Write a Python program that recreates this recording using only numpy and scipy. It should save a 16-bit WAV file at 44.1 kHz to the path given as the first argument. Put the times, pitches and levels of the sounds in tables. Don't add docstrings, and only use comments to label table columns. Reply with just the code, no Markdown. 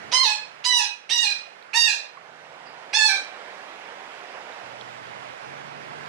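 import sys
import numpy as np
from scipy import signal
from scipy.fft import rfft, irfft, next_fast_len
from scipy.io import wavfile
from scipy.ndimage import uniform_filter1d, minimum_filter1d, map_coordinates

SR = 44100
rng = np.random.default_rng(int(sys.argv[2]) if len(sys.argv) > 2 else 0)


def master_out(mix):
    frames = np.transpose(np.atleast_2d(mix))
    ceiling = np.clip(frames, -1, 1)
    pcm = np.round(ceiling * 32767).astype(np.int16)
    wavfile.write(sys.argv[1], SR, pcm)


def natural_amplitude(level_db):
    exponent = np.asarray(level_db, float) / 20
    return 10 ** exponent


N = 268304

# t/s, time until drop/s, length/s, level/dB, hoarse start/s
SQUAWKS = [
    (0.115, 0.11, 0.24, -22, 0.017),
    (.639, 0.13, 0.23, -22.5, 0.014),
    (1.091, .13, 0.26, -24, 0.016),
    (1.731, .12, 0.23, -22, 0.012),
    (2.928, .128, 0.26, -22, 0.0093),
]
# start f/Hz, risen f/Hz, sagged f/Hz, pushed f/Hz, dropped f/Hz
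PITCH_HZ = [(935, 1030, 1050, 1060, 852), (930, 1008, 964, 974, 862), (815, 970, 932, 960, 824),
            (820, 937, 922, 934, 815), (790, 900, 852, 888, 784)]
# overtone 1 level/dB, overtone 2 level/dB, open beak tilt/(dB/octave), drop/s, droop after it/Hz
COLOUR = [(1.5, -3.5, 1, .039, 2.8), (2.1, -3.5, 1.3, .035, 56.2), (-1.4, -1.5, 0.8, .033, 1.6),
          (-1.7, 2, 2.5, .048, 1.7), (-0.5, -0.3, 1.5, 0.04, 1.4)]
# f/Hz, level/dB
THROAT = [(1500, -8), (1900, 16), (2600, 0.5), (3000, -2.5), (3300, -8.5), (3900, 2), (4800, -6.5),
          (5800, -5), (7000, -18.5), (8500, -18.5), (11000, -33.5), (13500, -41), (15500, -45)]
# f/Hz, level/dB
LOW_THROAT = [(780, -9), (900, -10.5), (1060, -11.5), (1600, -12), (1800, -6.5), (2100, -5)]
# f/Hz, t60/s
PORCH_T60 = [(300, 0.12), (1000, 0.4), (3000, 0.41), (6000, 0.34), (12000, 0.27)]
# t/s, peak level/dB, f/Hz, ring/s
TICKS = [(.252, -27, 500, .02), (1.626, -30, 4000, .003), (2.172, -32, 1100, .03), (2.172, -34, 2300, .006),
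         (3.618, -37, 2500, .004), (4.005, -36, 950, .04), (4.524, -32, 3700, .006),
         (4.811, -30, 3300, .009), (4.812, -31, 4000, .009), (4.906, -38, 3500, .003),
         (6.06, -42, 4700, .012)]
# t/s, f/Hz, level/dB
CHIRP = [(2.654, 4800, -70), (2.662, 4920, -46.5), (2.69, 4660, -68), (2.72, 5000, -70)]
# t/s, length/s, firing f/Hz, level/dB
ENGINE = [
    (0, 0.81, 49, -74.5),
    (0.958, 0.91, 56, -82),
    (2.105, 0.91, 50, -74.5),
    (4.6, .8, 40, -64),
    (5.397, .9, 49, -58.5),
]
# multiple of firing f, level/dB
EXHAUST = [(2, -19.5), (3, 4), (4, -21), (5, -7)]
# f/Hz, level/(dB per Hz)
HISS = [(50, -80), (150, -23), (250, -16.5), (347, -11.5), (474, -4.5), (742, 0), (1220, -4.5), (1480, -3),
        (2130, -5.5), (3000, -11.5), (4390, -19.5), (4870, -19), (9390, -34), (13300, -46), (15500, -74)]
# f/Hz, level/(dB per Hz)
RUMBLE = [(15, -75), (25, -50), (60, -32), (85, -11), (124, -4), (200, -2.5), (350, -3.5), (460, 4),
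          (770, -120)]
# t/s, level/dB
GAIN = [(0, 0), (.14, 0), (.33, -5.5), (.7, -5.5), (.9, -11), (1.4, -7), (2.2, -7.5), (2.9, -2.5),
        (3.5, -0.5), (6.08, 0.5)]
# f/Hz, level/dB, likeness/0-1, lag at wall/rad, lag at yard/rad
PORTS = [(30, 2, .6, 1.6, 1.6), (70, 2.5, .93, .8, 1.3), (200, -.5, .93, .8, 1.7), (500, -5.5, .9, 1.1, 2),
         (1000, -10, .7, 1.3, 3.2), (2000, -10.5, .35, 1.8, 4.1), (4000, -7.5, .35, 2.9, 3.6),
         (8000, -7.5, .25, 3, 3.1), (15000, -10, .3, 3.1, 3.1)]
# t/s, direction/(0 wall - 1 yard)
AIM = [(0, .7), (2, .6), (2.4, .05), (4.5, .05), (4.9, .95), (6.08, .95)]

RISE_S, PUSH_S = .042, .03
RISEN_HALFWAY, FALLEN_HALFWAY = .68, .4
WORN = 0.039
ONSET_DB, ATTACK_S, BURST_DB, BURST_S, SAG_DB = -12, 0.01, 2.5, 0.025, 0
DROPPED_DB, RELEASE_S, END_DB = -3, 0.056, -12.5
SHUT_DB_PER_OCTAVE, OPENING_S = -7.5, .012
TOWN_DB, RUMBLE_DB, RUMBLE_GAIN_RATIO = -36.5, -62.5, 1.5
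SWELL_S, SHIFT_S, ROAD_DB = 0.081, 0.3, 8
GRIP_DB, GRIP_S, GRIP_FADE_S = -49, 0.074, 0.11


def squawk(start, drop, length, level_db, lock_s, start_hz, risen_hz, sagged_hz, pushed_hz, low_hz,
           first_db, second_db, open_db, fall, droop):
    t = np.arange(0, length, 1 / SR)
    mid_rise_hz = start_hz + RISEN_HALFWAY * (risen_hz - start_hz)
    mid_fall_hz = pushed_hz - FALLEN_HALFWAY * (pushed_hz - low_hz)
    hz = np.interp(t, [0, RISE_S / 2, RISE_S, drop - PUSH_S, drop, drop + fall / 2, drop + fall, length],
                   [start_hz, mid_rise_hz, risen_hz, sagged_hz, pushed_hz, mid_fall_hz, low_hz, low_hz - droop])
    db = level_db + np.interp(t, [0, ATTACK_S, BURST_S, 2 * BURST_S, drop, length - RELEASE_S, length],
                              [ONSET_DB, 0, BURST_DB, 0, SAG_DB, DROPPED_DB, END_DB])
    beak_db = np.interp(t, [0, OPENING_S], [SHUT_DB_PER_OCTAVE, open_db])

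    worn = WORN * np.clip((t - drop) / fall, 0, 1)
    hoarse = np.clip(.035 + worn + .95 * np.exp(-(t / lock_s) ** 2), 0, 1)
    tiring = np.exp((t - t[-1]) / 0.06)
    shake = 0.0024 * wobble(41.7, len(t)) + (0.00038 + 0.033 * tiring) * wobble(201.1, len(t))
    smooth_hz = uniform_filter1d(hz, size=500, mode="nearest")
    phase = 2 * np.pi * np.cumsum(smooth_hz * (1 + shake)) / SR

    def partial(k):
        smear = 1 - hoarse + hoarse * wobble(1100, len(t))
        flutter_db = 3.9 * wobble(26.5, len(t)) + 1.33 * wobble(66.5, len(t))
        return natural_amplitude(flutter_db) * smear * np.sin(k * phase + rng.normal(0, 1.0))

    upper = sum(natural_amplitude(along(THROAT, k * hz) + beak_db * np.log2(k / 4)) * partial(k) for k in range(3, 18))
    upper = upper / np.sqrt(np.abs(uniform_filter1d(upper ** 2, size=1800)) + 1e-9)
    lower = sum(natural_amplitude(along(LOW_THROAT, k * hz) + own_db) * partial(k)
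                for k, own_db in enumerate([first_db, second_db], 1))
    edge = np.clip(np.minimum(t - t[0], (t[-1] - t) / 4) / 0.0037, 0, 1)
    return (upper + lower) * natural_amplitude(db + 2.5) * edge


def parakeet():
    out = np.zeros((2, N))
    for row, pitch, colour in zip(SQUAWKS, PITCH_HZ, COLOUR):
        add(out, porch(squawk(*row, *pitch, *colour), wet_db=1.37), row[0])
    return out


def ticks():
    out, t = np.zeros((2, N)), np.arange(SR // 10) / SR
    for s, db, hz, ring in TICKS:
        decay = natural_amplitude(db + 6 - 60 * t / ring)
        tick = decay * np.sin(2 * np.pi * hz * t) * (1 - np.exp(-t * hz / 1.5))
        tick[:2] = natural_amplitude(db - 11) * (ring < .008)
        add(out, porch(tick, wet_db=-15), s)
    return out


def far_chirp():
    out, start = np.zeros((2, N)), CHIRP[0][0]
    hz, db = curves(CHIRP, start + np.arange(SR // 15) / SR)
    chirp = natural_amplitude(db) * wobble(520, len(hz)) * np.sin(2 * np.pi * np.cumsum(hz) / SR)
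    add(out, porch(chirp, wet_db=4.0), start)
    return out


def town():
    t = np.arange(N) / SR
    gain_db, = curves(GAIN, t)
    start, length, rate_hz, _ = np.transpose(ENGINE)
    knots = np.ravel([start + SHIFT_S, start + length - SHIFT_S], "F")
    hz = np.interp(t, knots, np.repeat(rate_hz, 2))
    near = sum(natural_amplitude(db) * np.clip(np.minimum(t - s, s + span - t) / SWELL_S, 0, 1) for s, span, _, db in ENGINE)
    phase = 2 * np.pi * np.cumsum(hz * (1 + .005 * wobble(4, N))) / SR
    engine = sum(near * natural_amplitude(4 + order_db + .8 * wobble(5, N)) * np.sin(k * phase) for k, order_db in EXHAUST)

    hiss = natural_amplitude(TOWN_DB + gain_db + 0.43 * wobble(3.65, N)) * rush(HISS, patchy_db=0.98)
    grip = natural_amplitude(GRIP_DB) * np.exp(-((t - GRIP_S) / GRIP_FADE_S) ** 2)
    bass = natural_amplitude(RUMBLE_DB + RUMBLE_GAIN_RATIO * gain_db) + natural_amplitude(ROAD_DB) * near + grip
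    rumble = bass * natural_amplitude(0.6 * wobble(2.46, N)) * rush(RUMBLE, patchy_db=0.0)
    return hiss + rumble + engine * [[1], [0]]


def rush(spectrum, patchy_db):
    z = signal.stft(rng.standard_normal((2, N)), nperseg=512)[2]
    field = uniform_filter1d(uniform_filter1d(rng.standard_normal(z.shape[1:]), 6, 0), 14, 1)
    pair = signal.istft(z * natural_amplitude(patchy_db * unit(field)), nperseg=512)[1][:, :N]
    return unit(filtered(pair, lambda hz: natural_amplitude(along(spectrum, hz))))


def porch(x, wet_db, gap_s=.003):
    hz, t, z = signal.stft(rng.standard_normal((2, SR // 2)), SR, nperseg=256)
    decay = natural_amplitude(-60 * t / along(PORCH_T60, hz)[:, None])
    tail = signal.istft(z * decay, SR, nperseg=256)[1]
    path = natural_amplitude(wet_db) * np.pad(tail / np.linalg.norm(tail[0]), ((0, 0), (round(gap_s * SR), 0)))
    path[:, 0] = 1, 1.1
    return signal.fftconvolve(x[None], path, axes=1)


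def unit(x):
    return x / np.sqrt(np.mean(x ** 2) + 1e-20)


def along(points, hz):
    f, *cols = np.transpose(points)
    return np.squeeze([np.interp(np.log(hz + 1), np.log(f + 1), c) for c in cols])


def curves(rows, t):
    s, *cols = np.transpose(rows)
    return [np.interp(t, s, c) for c in cols]


def wobble(rate_hz, size):
    return map_coordinates(rng.standard_normal(512), [np.arange(size) * rate_hz / SR], mode="wrap")


def filtered(x, response):
    m = next_fast_len(N + 8192)
    return irfft(rfft(x, m) * response(np.fft.rfftfreq(m, 1 / SR)), m)[..., :N]


def add(out, x, s):
    part = out[:, round(s * SR):][:, :x.shape[1]]
    part += x[:, :part.shape[1]]


def scene():
    return parakeet() + ticks() + far_chirp() + town()


def masked(x, near_db, far_db, left_db):
    z = signal.stft(x, nperseg=1024)[2]
    edges = np.r_[np.unique(np.geomspace(8, 110, num=30).astype(int)), 118:513:9, 513]
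    widths = np.diff(edges)
    band = np.add.reduceat(np.abs(z) ** 2, edges[:-1], axis=1) / widths[:, None]
    band = uniform_filter1d(band, size=4, axis=2)
    luck = natural_amplitude(14 * uniform_filter1d(rng.standard_normal(band.shape[1:]), size=5, axis=1))
    near = -minimum_filter1d(-band, size=7, axis=1)
    under_neighbour = band * luck < near * natural_amplitude(2 * near_db)
    under_loudest = band * luck < band.max(1, keepdims=True) * natural_amplitude(2 * far_db)
    hidden = under_neighbour | under_loudest
    hidden[:, edges[:-1] < 44] = False
    gain = np.repeat(np.where(hidden, natural_amplitude(left_db), 1), widths, axis=1)
    z = z * np.pad(gain, ((0, 0), (edges[0], 0), (0, 0)), constant_values=1)
    return signal.istft(z, nperseg=1024)[1][:, :N]


def top_cut(x):
    return signal.sosfilt(signal.butter(12, 15760, fs=SR, output="sos"), x)


def record(dry):
    aim = np.clip(curves(AIM, np.arange(N) / SR)[0], 0, 1)

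    def left(hz, side):
        db, alike, *lag = along(PORTS, hz)
        alike = np.clip(alike, 0, 1)
        return natural_amplitude(db) * np.array([alike * np.exp(-1j * lag[side]), np.sqrt(1 - alike ** 2)])

    wall, yard = (filtered(dry, lambda hz: left(hz, side)) for side in range(2))
    left_port = (1 - aim) * wall.sum(0) + aim * yard.sum(0)
    mix = masked(np.array([left_port, dry[0]]), near_db=-23, far_db=-45, left_db=-26)
    return top_cut(mix)


dry = scene()
out = record(dry)
master_out(out)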